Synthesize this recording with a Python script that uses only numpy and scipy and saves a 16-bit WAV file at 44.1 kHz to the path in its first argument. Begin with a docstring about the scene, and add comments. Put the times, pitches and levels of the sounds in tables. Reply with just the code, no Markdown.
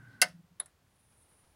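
"""An electromagnetic fan clutch, close up in a quiet engine bay.
The fan coasts with a faint rubbing tone, and the armature plate brushes the pulley.
At 0.22 s the plate snaps on with a sharp metal clack, and the stopped blades shudder.
At 0.6 s it lets go with a small bright click, then settles with a tick.
The fan turns again with a faint hiss, a soft rush and three light scrapes."""
import sys
import numpy as np
from scipy import signal
from scipy.fft import rfft, irfft
from scipy.io import wavfile

SR = 44100
rng = np.random.default_rng(int(sys.argv[2]) if len(sys.argv) > 2 else 0)


def generate_wav(sig):
    """Save sig (samples, or channels by samples) to the path in sys.argv[1] as 16-bit PCM at SR."""
    pcm = np.round(np.clip(np.atleast_2d(sig).T, -1, 1) * 32767).astype(np.int16)
    wavfile.write(sys.argv[1], SR, pcm)


N = 68355
TIME = np.arange(N) / SR
FREQS = np.maximum(np.fft.rfftfreq(N, 1 / SR), 1)
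ENGAGE_S, RELEASE_S, SETTLE_S = .2156, .5996, .6583


def from_db(db):
    """Decibels to gain."""
    return 10 ** (np.asarray(db) / 20)

def at_hz(points, hz, column=1):
    """Read a column of a table on a log-frequency axis."""
    table = np.array(points)
    return np.interp(np.log(hz), np.log(table[:, 0]), table[:, column])

def noise_bins(spectrum):
    """Random-phase spectrum with the given density."""
    magnitude = from_db(at_hz(spectrum, FREQS)) * np.sqrt(N * SR / 2)
    return magnitude * np.exp(2j * np.pi * rng.random(len(FREQS)))

def noise(spectrum):
    """Steady noise with the given colour."""
    return irfft(noise_bins(spectrum), N)

def swell(centre_s, width_s):
    """A bell-shaped fade in and out."""
    return np.exp(-.5 * ((TIME - centre_s) / width_s) ** 2)

def drift(rate_hz):
    """Smooth random modulation with spread 1."""
    size = 2048
    lowpass = 1 / (1 + (np.fft.rfftfreq(size, TIME[-1] / size) / rate_hz) ** 4)
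    slow = irfft(rfft(rng.standard_normal(size)) * lowpass)
    return np.interp(TIME, np.linspace(0, TIME[-1], size), slow / slow.std())

def blow(start, attack, t60):
    """Impact envelope: rounded attack, exponential decay."""
    out = np.zeros(N)
    live = (TIME > start) & (TIME < start + 2 * t60)
    age = TIME[live] - start
    out[live] = np.sin(np.pi / 2 * np.minimum(age / attack, 1)) ** 2 * from_db(-60 * age / t60)
    return out

def dense_ring(start, spectrum, ring):
    """Crowded metal modes: each third octave swells and dies at its own rate, then lingers in the bay."""
    bins, out = noise_bins(spectrum), np.zeros(N)
    edges = np.geomspace(140, 18000, 22)
    bay_reverb = blow(start, attack=.012, t60=.21)
    for low, high in zip(edges, edges[1:]):
        hz = np.sqrt(low * high)
        attack, t60, reverb_db = (at_hz(ring, hz, column) for column in (1, 2, 3))
        band = irfft(bins * (FREQS >= low) * (FREQS < high), N)
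        envelope = np.hypot(blow(start, attack, t60), from_db(reverb_db) * bay_reverb)
        hit = band * envelope
        # hold the band's energy steady however the noise falls
        out += hit * band.std() * np.sqrt(np.sum(envelope ** 2) / np.sum(hit ** 2))
    return out

def clear_ring(start, modes):
    """Distinct metal modes, each beating unevenly against close neighbours."""
    out = np.zeros(N)
    for hz, db, t60 in modes:
        tone = np.sin(2 * np.pi * (hz * TIME + rng.random()))
        beating = 1 + .25 * drift(rate_hz=70)
        attack = min(11 / hz, .009)   # the blow spreads through the metal in 11 cycles, 9 ms at most
        out += from_db(db) * blow(start, attack, t60) * tone * beating
    return out


# dark background bed: f/Hz, level/dB per Hz
BED = [(20, -115), (40, -103), (60, -92.5), (110, -92.5), (200, -101), (400, -107), (1000, -109),
       (2000, -113), (4000, -117), (8000, -121), (15500, -124)]
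def engine_bay():
    """Low, steady ambience under the whole scene."""
    return noise(BED)

# low hum with a thin tone near 1.5 kHz: f/Hz, level/dB per Hz
RUB = [(40, -105), (80, -91), (122, -77), (190, -86), (270, -88), (400, -103), (1000, -104), (1400, -100),
       (1470, -87), (1515, -80), (1570, -83), (1620, -92), (1720, -102), (1920, -97), (2300, -110),
       (4200, -117), (6500, -123), (10000, -120), (15000, -135)]
def plate_rub():
    """The plate rubs while the fan coasts, fading in 20 ms once the clutch grips."""
    coasting = np.clip((ENGAGE_S - TIME) / .02 + 1, 0, 1)
    return coasting * noise(RUB)

# airy whisper: f/Hz, level/dB per Hz
BRUSH = [(2000, -125), (3400, -113), (4200, -108), (5200, -113), (6500, -126), (12000, -140)]
def plate_brush():
    """The plate brushes the pulley just before it grips."""
    return swell(centre_s=.128, width_s=.032) * noise(BRUSH)

# the clack's body of crowded modes: f/Hz, level/dB per Hz
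CLACK_BODY = [(150, -74), (280, -69), (400, -78), (520, -64), (800, -61), (1050, -62), (1550, -56),
              (2100, -56), (2370, -64), (2700, -52.5), (3250, -56), (3650, -60), (3950, -55), (4280, -60),
              (4500, -49.5), (6600, -52), (7100, -63), (8400, -53.5), (9050, -67), (9500, -47.5),
              (10500, -50.5), (11000, -62.5), (12700, -60), (13800, -69), (15700, -68)]
# its envelope: f/Hz, attack/s, t60/s, reverb/dB
CLACK_ENVELOPE = [(300, 0.0046, .22, -18), (694, 0.0062, .13, -17), (1600, .005, .09, -13),
                  (3000.4, .0017, .062, -22), (5500, .0016, .061, -27), (10100, .0005, .053, -31),
                  (15000, .0007, .044, -32)]
# its pitched ring: f/Hz, level/dB, t60/s
CLACK_MODES = [(526.6, -32.5, .115), (630, -33, .15), (724, -27, .125), (1000, -42, .15), (1265, -34, .115),
               (1440, -31.5, .095), (1523, -18.5, .086), (1585, -28, .09), (1786, -31, .11),
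               (1936, -29, .1), (2076, -13, .074), (2183, -24, .085), (2716, -18.5, .06), (2890, -27, .064),
               (3170, -26, .055), (3950, -26, .05), (4452, -22, .055), (4944, -22.5, .063),
               (5146, -22.5, .053), (6300, -27, .055), (6700, -26, .058), (9826, -22, .05),
               (9973, -23, .052), (10160, -22, .05), (10600, -23.5, .045)]
def engage_clack():
    """The armature plate slams onto the pulley and shifts once more."""
    clack = dense_ring(ENGAGE_S, CLACK_BODY, CLACK_ENVELOPE) + clear_ring(ENGAGE_S, CLACK_MODES)
    rebound = from_db(-44) * dense_ring(ENGAGE_S + .0675, CLACK_BODY, CLACK_ENVELOPE)
    return clack + rebound

# low throbs of the blades: t/s, level/dB
THROBS = [(.255, -50), (.303, -49), (.355, -48.5), (.398, -50), (.445, -58), (.525, -59)]
# the grit on each throb: f/Hz, relative level/dB per Hz
RATTLE = [(30, -40), (80, -30), (170, -22), (270, -24), (400, -45), (1000, -45), (3000, -65)]
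def blade_shudder(mode_hz=170):
    """The blades rock after the sudden stop; each throb sounds their low mode with a slight rattle."""
    rattle = .15 * noise(RATTLE)
    out = np.zeros(N)
    for centre_s, db in THROBS:
        tone = np.sin(2 * np.pi * (mode_hz * TIME + rng.random()))
        out += from_db(db) * swell(centre_s, width_s=.011) * (tone + rattle)
    return out

# the click's bright body: f/Hz, level/dB per Hz
CLICK_BODY = [(200, -92), (600, -82), (1000, -79), (1600, -74.5), (2100, -76), (2600, -93), (3400, -77),
              (3750, -72), (4300, -79), (5600, -92), (7000, -85), (7600, -79), (9100, -82), (9850, -55),
              (10300, -56), (10800, -68), (11500, -80), (12300, -112), (13000, -135)]
# its envelope: f/Hz, attack/s, t60/s, reverb/dB
CLICK_ENVELOPE = [(300, 0.0027, .21, -20), (1510, .0008, .072, -18), (3830, 0.0013, .05, -19),
                  (7500, .0005, .04, -23), (10000, .0006, .026, -35)]
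# its pitched ring: f/Hz, level/dB, t60/s
CLICK_MODES = [(614, -57, .17), (1529, -54, .08), (3700, -39, .043), (4000, -48, .055), (10300, -28, .032)]
def release_click():
    """The plate peels off and, 2 ms later, springs against its stop."""
    peel = from_db(-12) * dense_ring(RELEASE_S - .002, CLICK_BODY, CLICK_ENVELOPE)
    click = dense_ring(RELEASE_S, CLICK_BODY, CLICK_ENVELOPE) + clear_ring(RELEASE_S, CLICK_MODES)
    return peel + click

# the tick's thin body: f/Hz, level/dB per Hz
TICK_BODY = [(500, -108), (1800, -91), (3000, -104), (4000, -99), (6300, -104), (9000, -83.5),
             (10400, -81.5), (12000, -100), (14000, -116)]
# its envelope: f/Hz, attack/s, t60/s, reverb/dB
TICK_ENVELOPE = [(500, .001, 0.1, -8), (4000, .001, .045, -12), (10000, 0.0011, .032, -24)]
def settle_tick():
    """The freed plate settles with one tiny tap."""
    return dense_ring(SETTLE_S, TICK_BODY, TICK_ENVELOPE)

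# high sizzle, with the fader at 0 dB: f/Hz, level/dB per Hz
HISS = [(5000, -128), (7700, -122), (8700, -111), (9100, -103), (9800, -100.5), (10800, -105.5),
        (12000, -123), (15000, -135)]
# darker layer on the same fader: f/Hz, level/dB per Hz
DARK_HISS = [(6500, -135), (7800, -117), (8800, -105), (9500, -114), (10500, -135)]
# fader ride: t/s, level/dB
HISS_FADER = [(.75, -35.5), (.9, -17), (1.02, -6), (1.08, -8), (1.14, -1), (1.22, 0), (1.28, -2),
              (1.34, 0.5), (1.45, -4.5), (1.55, -12)]
def fan_hiss(flutter_db=1.8):
    """The turning fan's fluttering hiss darkens for a moment as it gathers speed."""
    fader = from_db(np.interp(TIME, *np.transpose(HISS_FADER)))
    flutter = from_db(flutter_db * drift(rate_hz=30))
    darkening = swell(centre_s=1.22, width_s=.04) * noise(DARK_HISS)
    return fader * flutter * (noise(HISS) + darkening)

# soft wash at full speed: f/Hz, level/dB per Hz
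RUSH = [(100, -103), (400, -107), (900, -107), (2000, -115), (5000, -121), (9000, -128)]
def fan_rush(from_s=.87, full_s=1.295):
    """The rush of blades and bearing fades in as the fan spins up."""
    speed = np.clip((TIME - from_s) / (full_s - from_s), 0, 1)
    return speed * noise(RUSH)

# dull scrape colour: f/Hz, level/dB per Hz
SCRAPE = [(100, -98), (400, -103), (1500, -106), (3000, -110), (6000, -115), (12000, -130)]
# scrape cues: t/s, relative level/dB
SCRAPE_CUES = [(1.13, -2), (1.32, -4), (1.445, -2)]
def plate_scrapes():
    """The turning plate scrapes faintly, three times."""
    envelope = sum(from_db(db) * swell(centre_s, width_s=.008) for centre_s, db in SCRAPE_CUES)
    return envelope * noise(SCRAPE)


def scene():
    """Coast, grip, release and spin-up over the ambience, in mono."""
    mix = engine_bay() + plate_rub() + plate_brush()
    mix += engage_clack() + blade_shudder()
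    mix += release_click() + settle_tick()
    mix += fan_hiss() + fan_rush() + plate_scrapes()
    return mix[None]

def record(dry, cutoff_hz=15900):
    """A steep high cut on the mix."""
    return signal.sosfilt(signal.ellip(12, .1, 80, cutoff_hz, fs=SR, output="sos"), dry)


dry = scene()
out = record(dry)
generate_wav(out)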